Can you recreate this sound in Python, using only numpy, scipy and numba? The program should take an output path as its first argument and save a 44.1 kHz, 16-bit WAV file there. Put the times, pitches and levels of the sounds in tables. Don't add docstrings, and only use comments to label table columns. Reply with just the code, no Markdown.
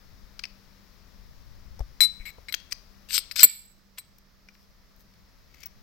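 import sys
import numpy as np
from scipy import signal
from scipy.fft import rfft, irfft
from scipy.io import wavfile
from numba import njit

SR = 44100
rng = np.random.default_rng(int(sys.argv[2]) if len(sys.argv) > 2 else 0)


def log_audio(samples):
    frames = np.atleast_2d(samples).T
    limited = np.clip(frames, -1, 1)
    pcm = np.round(limited * 32767).astype(np.int16)
    wavfile.write(sys.argv[1], SR, pcm)


N = 256662
TIME_S = np.arange(N) / SR
SHORT_S = TIME_S[:SR // 2]

# freq_hz, relative_db
GRIND_SPECTRUM = [(300, -44.5), (900, -35), (1400, -10), (2200, -4.5), (2700, -5.5), (4900, 7.5),
                  (6800, -8.5), (8500, 2.5), (9600, -25.5), (10500, -15), (11600, -33), (13000, -6.5),
                  (14400, -14), (16000, -38)]
# free_until_s, seated_after_s
STAGE_EDGES_S = [2.15, 3]


def undb(db):
    return 10 ** (np.asarray(db) / 20)


def unit(x):
    return x / np.sqrt(np.mean(x ** 2))


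def fade(time_s, t60_s):
    return np.exp(-np.log(1000) * time_s / t60_s)


def add(track, start_s, sound):
    start = int(start_s * SR)
    track[start:start + len(sound)] += sound[:N - start]


def colour(x, spectrum, tilt_db_oct=0, size=4096):
    octave = np.log2(np.maximum(np.fft.rfftfreq(size, 1 / SR), 1))
    freq_hz, gain_db = np.transpose(spectrum)
    tilt_db = tilt_db_oct * np.clip(octave - np.log2(2000), 0, None)
    cepstrum = irfft(np.log(undb(np.interp(octave, np.log2(freq_hz), gain_db) + tilt_db)))
    cepstrum[1:size // 2] *= 2
    cepstrum[size // 2 + 1:] = 0
    return signal.oaconvolve(x, irfft(np.exp(rfft(cepstrum))))[:len(x)]


def noise(spectrum, size):
    return unit(colour(rng.standard_normal(size), spectrum))


def crack(spectrum, t60_s, tilt_db_oct=0, size=2048):
    envelope = fade(TIME_S[:size], t60_s)
    burst = colour(rng.standard_normal(size) * envelope, spectrum, tilt_db_oct)
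    return burst * np.linalg.norm(envelope) / np.linalg.norm(burst)


def ring(modes, tilt_db_oct=0, scatter_db=0.1):
    pitch_hz, mode_db, t60_s = np.transpose(modes)
    gain = undb(mode_db + tilt_db_oct * np.log2(pitch_hz) + scatter_db * rng.standard_normal(len(modes)))
    phase = 2 * np.pi * (pitch_hz[:, None] * SHORT_S + rng.random((len(modes), 1)))
    attack = 1 - np.exp(-SHORT_S / .0002)
    waves = np.sin(phase) * fade(SHORT_S, t60_s[:, None]) * attack
    return np.sqrt(2) * gain @ waves / np.linalg.norm(gain)


def slips(length_s, rate_hz, spread_db, sag_db=0, crowding=1):
    force = np.zeros(max(int(length_s * SR), 2))
    count = int(length_s * rate_hz) + 2
    jitter, size_db = rng.random(512)[:count], spread_db * rng.standard_normal(512)[:count]
    progress = ((np.arange(count) + jitter) / count) ** (1 / crowding)
    force[(progress * len(force)).astype(int)] = undb(size_db - sag_db * progress)
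    return force


def stroke(length_s, swell_db, rate_hz, spread_db, crest_share=.7, ease_db=5):
    force = slips(length_s, rate_hz, spread_db)
    progress = np.linspace(0, 1, len(force))
    return force * undb(np.interp(progress, [0, crest_share, 1], [-swell_db, 0, -ease_db]))


def rub(force, response):
    sound = signal.fftconvolve(force, response)
    return sound * np.sqrt(len(force)) / np.linalg.norm(sound)


def background(hiss_db=(-52, -59), hum_hz=196, hum_db=-64):
    # freq_hz, relative_db
    hiss_spectrum = [(15, -23), (25, 2.5), (126, -15), (198, -13.5), (227, -19), (359, -23.5), (631, -23.5),
                     (722, -27.5), (1240, -24.5), (1490, -27), (1900, -26), (2920, -32.5), (5280, -26.5),
                     (8580, -45.5), (15500, -35.5)]
    common = 0.69 * noise(hiss_spectrum, N)
    drift = np.interp(TIME_S, np.linspace(0, TIME_S[-1], 40), rng.standard_normal(40))
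    hum = np.sqrt(2) * np.sin(2 * np.pi * hum_hz * TIME_S) * (1 + 0.45 * drift)
    hiss = [undb(side_db) * unit(common + noise(hiss_spectrum, N)) for side_db in hiss_db]
    return np.array(hiss) + undb(hum_db) * hum * np.array([[1], [.45]])


def hands(hold_db=-62):
    # centre_s, width_s, level_db
    moves = [(.15, 0.085, -47.5), (1.6, .45, -46.5), (5.8, 0.39, -55.5)]
    # start_s, thud_hz, thud_db, knock_db
    bumps = [(0.236, 35, -36.5, -75), (1.792, 50, -36.5, -36.5), (1.805, 49.3, -15, -30),
             (2.007, 32, -31.5, -62), (2.2, 29.8, -26, -54), (2.382, 64.6, -39, -38.5),
             (3.432, 115, -27.5, -25), (3.443, 220, -31, -30.5)]
    # freq_hz, relative_db
    knock_spectrum = [(100, 5.5), (330, -11), (550, 3), (750, -2.5), (1000, -8), (2000, -26), (5000, -33.5),
                      (15000, -39)]
    swells = sum(undb(level_db) * np.exp(-((TIME_S - centre_s) / width_s) ** 2)
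                 for centre_s, width_s, level_db in moves)
    rumble = noise([(20, -2), (60, -4.5), (130, -15), (400, -38), (3000, -82)], N)
    out = rumble * (undb(hold_db) + swells)
    for start_s, thud_hz, thud_db, knock_db in bumps:
        thud = np.sin(2 * np.pi * thud_hz * SHORT_S) * fade(SHORT_S, t60_s=0.1)
        add(out, start_s, undb(thud_db) * thud)
        add(out, start_s, undb(knock_db) * crack(knock_spectrum, t60_s=0.035))
    return out


def loose_works(ring_over_click_db=2.5, ring_t60_s=.014):
    # start_s, click_db, pitch_hz, tilt_db_oct
    ticks = [(0.393, -25.5, 4680, -1), (0.4369, -28.5, 4850, 1), (.4400, -26, 2590, -4.5),
             (0.4533, -30.5, 5230, -4), (1.7929, -42, 5540, 9), (2.541, -16, 3270, -1),
             (2.5454, -21.5, 6420, 9.5), (2.601, -42, 4440, 1), (2.7224, -21.5, 4810, -3),
             (2.726, -21.5, 6090, 6.5), (3.394, -12, 5680, -0.5)]
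    # freq_hz, relative_db
    tick_spectrum = [(300, -33.5), (900, -17), (1500, -3.5), (2400, 3.5), (3600, -6), (4900, 8.5),
                     (7500, -14.5), (10500, -15.5), (13500, -13.5), (16000, -20.5)]
    out = np.zeros(N)
    for start_s, click_db, pitch_hz, tilt_db_oct in ticks:
        add(out, start_s, undb(click_db) * crack(tick_spectrum, t60_s=0.021, tilt_db_oct=tilt_db_oct))
        add(out, start_s, undb(click_db + ring_over_click_db) * ring([(pitch_hz, 0, ring_t60_s)]))
    return out


def shackle_modes(time_s):
    # free_hz, seated_hz
    pitches = [(2204, 2290), (4005, 4010), (7662, 7709), (8195, 8215), (10090, 10096), (10520, 10555),
               (12660, 12785), (13302, 13305), (14330, 14350)]
    # free_db, touching_db, seated_db, t60_s
    weights = [(-9, 8, -13.5, 0.027), (0.5, -5, -18, 0.29), (-13.5, -10.5, -6.5, 0.048),
               (-17, -35, -15, 0.096), (-23, -43, -21, 0.078), (-13, -15, -9, .09), (-17, -21, -18, 0.12),
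               (-12, -5, 0.5, 0.12), (-42, -36, -35.5, .06)]
    stage = np.searchsorted(STAGE_EDGES_S, time_s)
    return [(pitch_hz[stage // 2], row[stage], row[-1]) for pitch_hz, row in zip(pitches, weights)]


def shackle_clinks(linger_db=-37.5, chatter_ring_db=-5.5, chatter_grind_db=-13.5):
    # start_s, ring_db, crack_db, ring_tilt_db_oct, bounce_s
    clinks = [(2.0055, -9, -13.5, 0.5, 0.047), (2.199, -43, -66, -5, .04), (2.2543, -32, -35, -0.5, .05),
              (2.4848, -30.5, -32, -3, 0.017), (2.5243, -29.5, -21, 6, .005), (3.107, -34, -23, 2, .005),
              (3.13, -31, -23.5, 4, .007), (3.1789, -19.5, -9.5, 0, .013), (3.312, -38, -21.5, -0.5, 0.013),
              (3.3619, -35.5, -18.5, 1.5, 0.0051), (3.4311, 8, 4, 1, .018), (3.4375, 11, -3, 12, .015),
              (3.984, -24, -26.5, -4, .013)]
    # freq_hz, relative_db
    impact_spectrum = [(200, -25), (800, -22), (1400, -3), (2200, 8.5), (2900, 4), (4300, 11.5), (6500, -7),
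                       (8300, -11), (11000, -22.5), (13300, -10), (16000, -29.5)]
    # free_t60_s, touching_t60_s, seated_t60_s
    grip_t60_s = [.4, .25, .13]
    out = np.zeros(N)
    for start_s, ring_db, crack_db, tilt_db_oct, bounce_s in clinks:
        stage = np.searchsorted(STAGE_EDGES_S, start_s)
        modes = shackle_modes(start_s)
        bow = ring(modes, tilt_db_oct)
        add(out, start_s, undb(ring_db) * bow * fade(SHORT_S, grip_t60_s[stage]))
        long_modes = [(pitch_hz, mode_db, 3 * t60_s) for pitch_hz, mode_db, t60_s in modes]
        add(out, start_s, undb(ring_db + linger_db) * ring(long_modes, tilt_db_oct=-0.5))
        add(out, start_s, undb(crack_db) * crack(impact_spectrum, t60_s=.012))
        rebounds = slips(bounce_s, rate_hz=380, spread_db=0.9, sag_db=11.5, crowding=1.4)
        chatter_ring = rub(rebounds, bow * fade(SHORT_S, t60_s=.1))
        chatter_grind = rub(rebounds, crack(GRIND_SPECTRUM, t60_s=0.0085))
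        add(out, start_s, undb(ring_db + chatter_ring_db) * chatter_ring)
        add(out, start_s, undb(crack_db + chatter_grind_db) * chatter_grind)
    return out


def shackle_grind(full_push_db=-21, rasp_db=-12, ring_db=-7, hardness=1.4):
    # start_s, length_s, relative_db, swell_db
    pushes = [(2.704, .018, -21, 12), (3.086, .084, -2, 21), (3.356, .072, -1, 9)]
    out = np.zeros(N)
    for start_s, length_s, relative_db, swell_db in pushes:
        force = stroke(length_s, swell_db, rate_hz=650, spread_db=2.2)
        bow = ring(shackle_modes(start_s), tilt_db_oct=4) * fade(SHORT_S, t60_s=.03)
        rasp = rub(np.sqrt(force), crack(GRIND_SPECTRUM, t60_s=0.02, tilt_db_oct=-7))
        grind = rub(force ** hardness, crack(GRIND_SPECTRUM, t60_s=0.041, tilt_db_oct=0.5))
        add(out, start_s, undb(relative_db) * (undb(rasp_db) * rasp + grind))
        add(out, start_s, undb(relative_db + ring_db) * rub(force ** hardness, bow))
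    return undb(full_push_db) * out


def key():
    # start_s, length_s, level_db, tilt_db_oct
    slides = [(3.974, .015, -32, -9), (4.477, .18, -60, -4), (4.956, .07, -53.5, 2),
              (5.504, 0.17, -53.5, -8.5)]
    # start_s, click_db, tilt_db_oct, ring_over_click_db
    taps = [(4.184, -37, 1, -15), (4.487, -36.5, -13.5, -2), (4.551, -44.5, -10, -14),
            (5.138, -48.5, -7, -15), (5.544, -43, -5, -7), (5.605, -40, -3, -15), (5.631, -36.5, -7, -7),
            (5.6344, -33, -6, -2), (5.658, -27, 7.5, 2.5), (5.664, -30.5, 1.5, -5.5)]
    # freq_hz, relative_db
    click_spectrum = [(400, -34), (1400, -14), (2400, -3), (3600, -7), (5600, 3.5), (8000, -11.5),
                      (10000, -7.5), (14000, 6), (16000, 2)]
    # pitch_hz, relative_db, t60_s
    modes = [(2375, -19, 0.036), (5670, -8, 0.025), (15800, -10.5, 0.039)]
    out = np.zeros(N)
    for start_s, length_s, level_db, tilt_db_oct in slides:
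        force = stroke(length_s, swell_db=12, rate_hz=400, spread_db=5.5)
        scrape = rub(force, crack(click_spectrum, t60_s=0.012, tilt_db_oct=tilt_db_oct))
        add(out, start_s, undb(level_db) * scrape)
    for start_s, click_db, tilt_db_oct, ring_over_click_db in taps:
        add(out, start_s, undb(click_db) * crack(click_spectrum, t60_s=0.024, tilt_db_oct=tilt_db_oct))
        add(out, start_s, undb(click_db + ring_over_click_db) * ring(modes, tilt_db_oct))
    return out


def room(x, gap_s=0.012, build_s=0.0035, split_hz=6000):
    # freq_hz, relative_db
    echo_spectrum = [(100, -11.5), (1000, 4.5), (2000, 2.5), (4500, 5), (8000, -3.5), (13000, -11),
                     (16000, -9.5)]
    time_s = TIME_S[:SR]
    tail = noise(echo_spectrum, len(time_s))
    low = signal.sosfilt(signal.butter(2, split_hz, fs=SR, output="sos"), tail)
    high = signal.sosfilt(signal.butter(2, split_hz, "high", fs=SR, output="sos"), tail)
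    onset = np.clip((time_s - gap_s) / build_s, 0, 1)
    response = (low * fade(time_s, t60_s=0.43) - high * fade(time_s, t60_s=0.45)) * onset
    return signal.fftconvolve(x, response / np.linalg.norm(response))[:N]


def scene(left_room_db=-22.5, right_room_db=-17.5, right_hands_db=-5):
    # freq_hz, gain_over_left_db
    right_port = [(40, -3.5), (500, -6.5), (2200, -14.5), (4200, -20.5), (6500, -19), (8100, -2.5),
                  (10300, -15), (13200, -21), (16000, -33.5)]
    steel = shackle_clinks() + shackle_grind() + loose_works() + key()
    left = steel + hands() + undb(left_room_db) * room(steel)
    right = steel + undb(right_hands_db) * hands() + undb(right_room_db) * room(steel)
    return np.array([left, colour(right, right_port)]) + background()


@njit
def follow_peaks(x, attack_s, release_s):
    out, level = np.empty(len(x)), 0.
    for i in range(len(x)):
        lag_s = attack_s if abs(x[i]) > level else release_s
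        level += (abs(x[i]) - level) / (SR * lag_s)
        out[i] = level
    return out


def record(dry, threshold_db=-5.5, attack_s=0.0061, release_s=1.7, ratio=3, link=.05, top_hz=15900):
    envelope = np.array([follow_peaks(x, attack_s, release_s) for x in dry])
    envelope += link * (envelope.max(axis=0) - envelope)
    compressed = dry / np.maximum(envelope / undb(threshold_db), 1) ** (1 - 1 / ratio)
    clipped = np.clip(compressed, -.92, .92)
    return signal.sosfilt(signal.ellip(8, .2, 70, top_hz, fs=SR, output="sos"), clipped)


dry = scene()
out = record(dry)
log_audio(out)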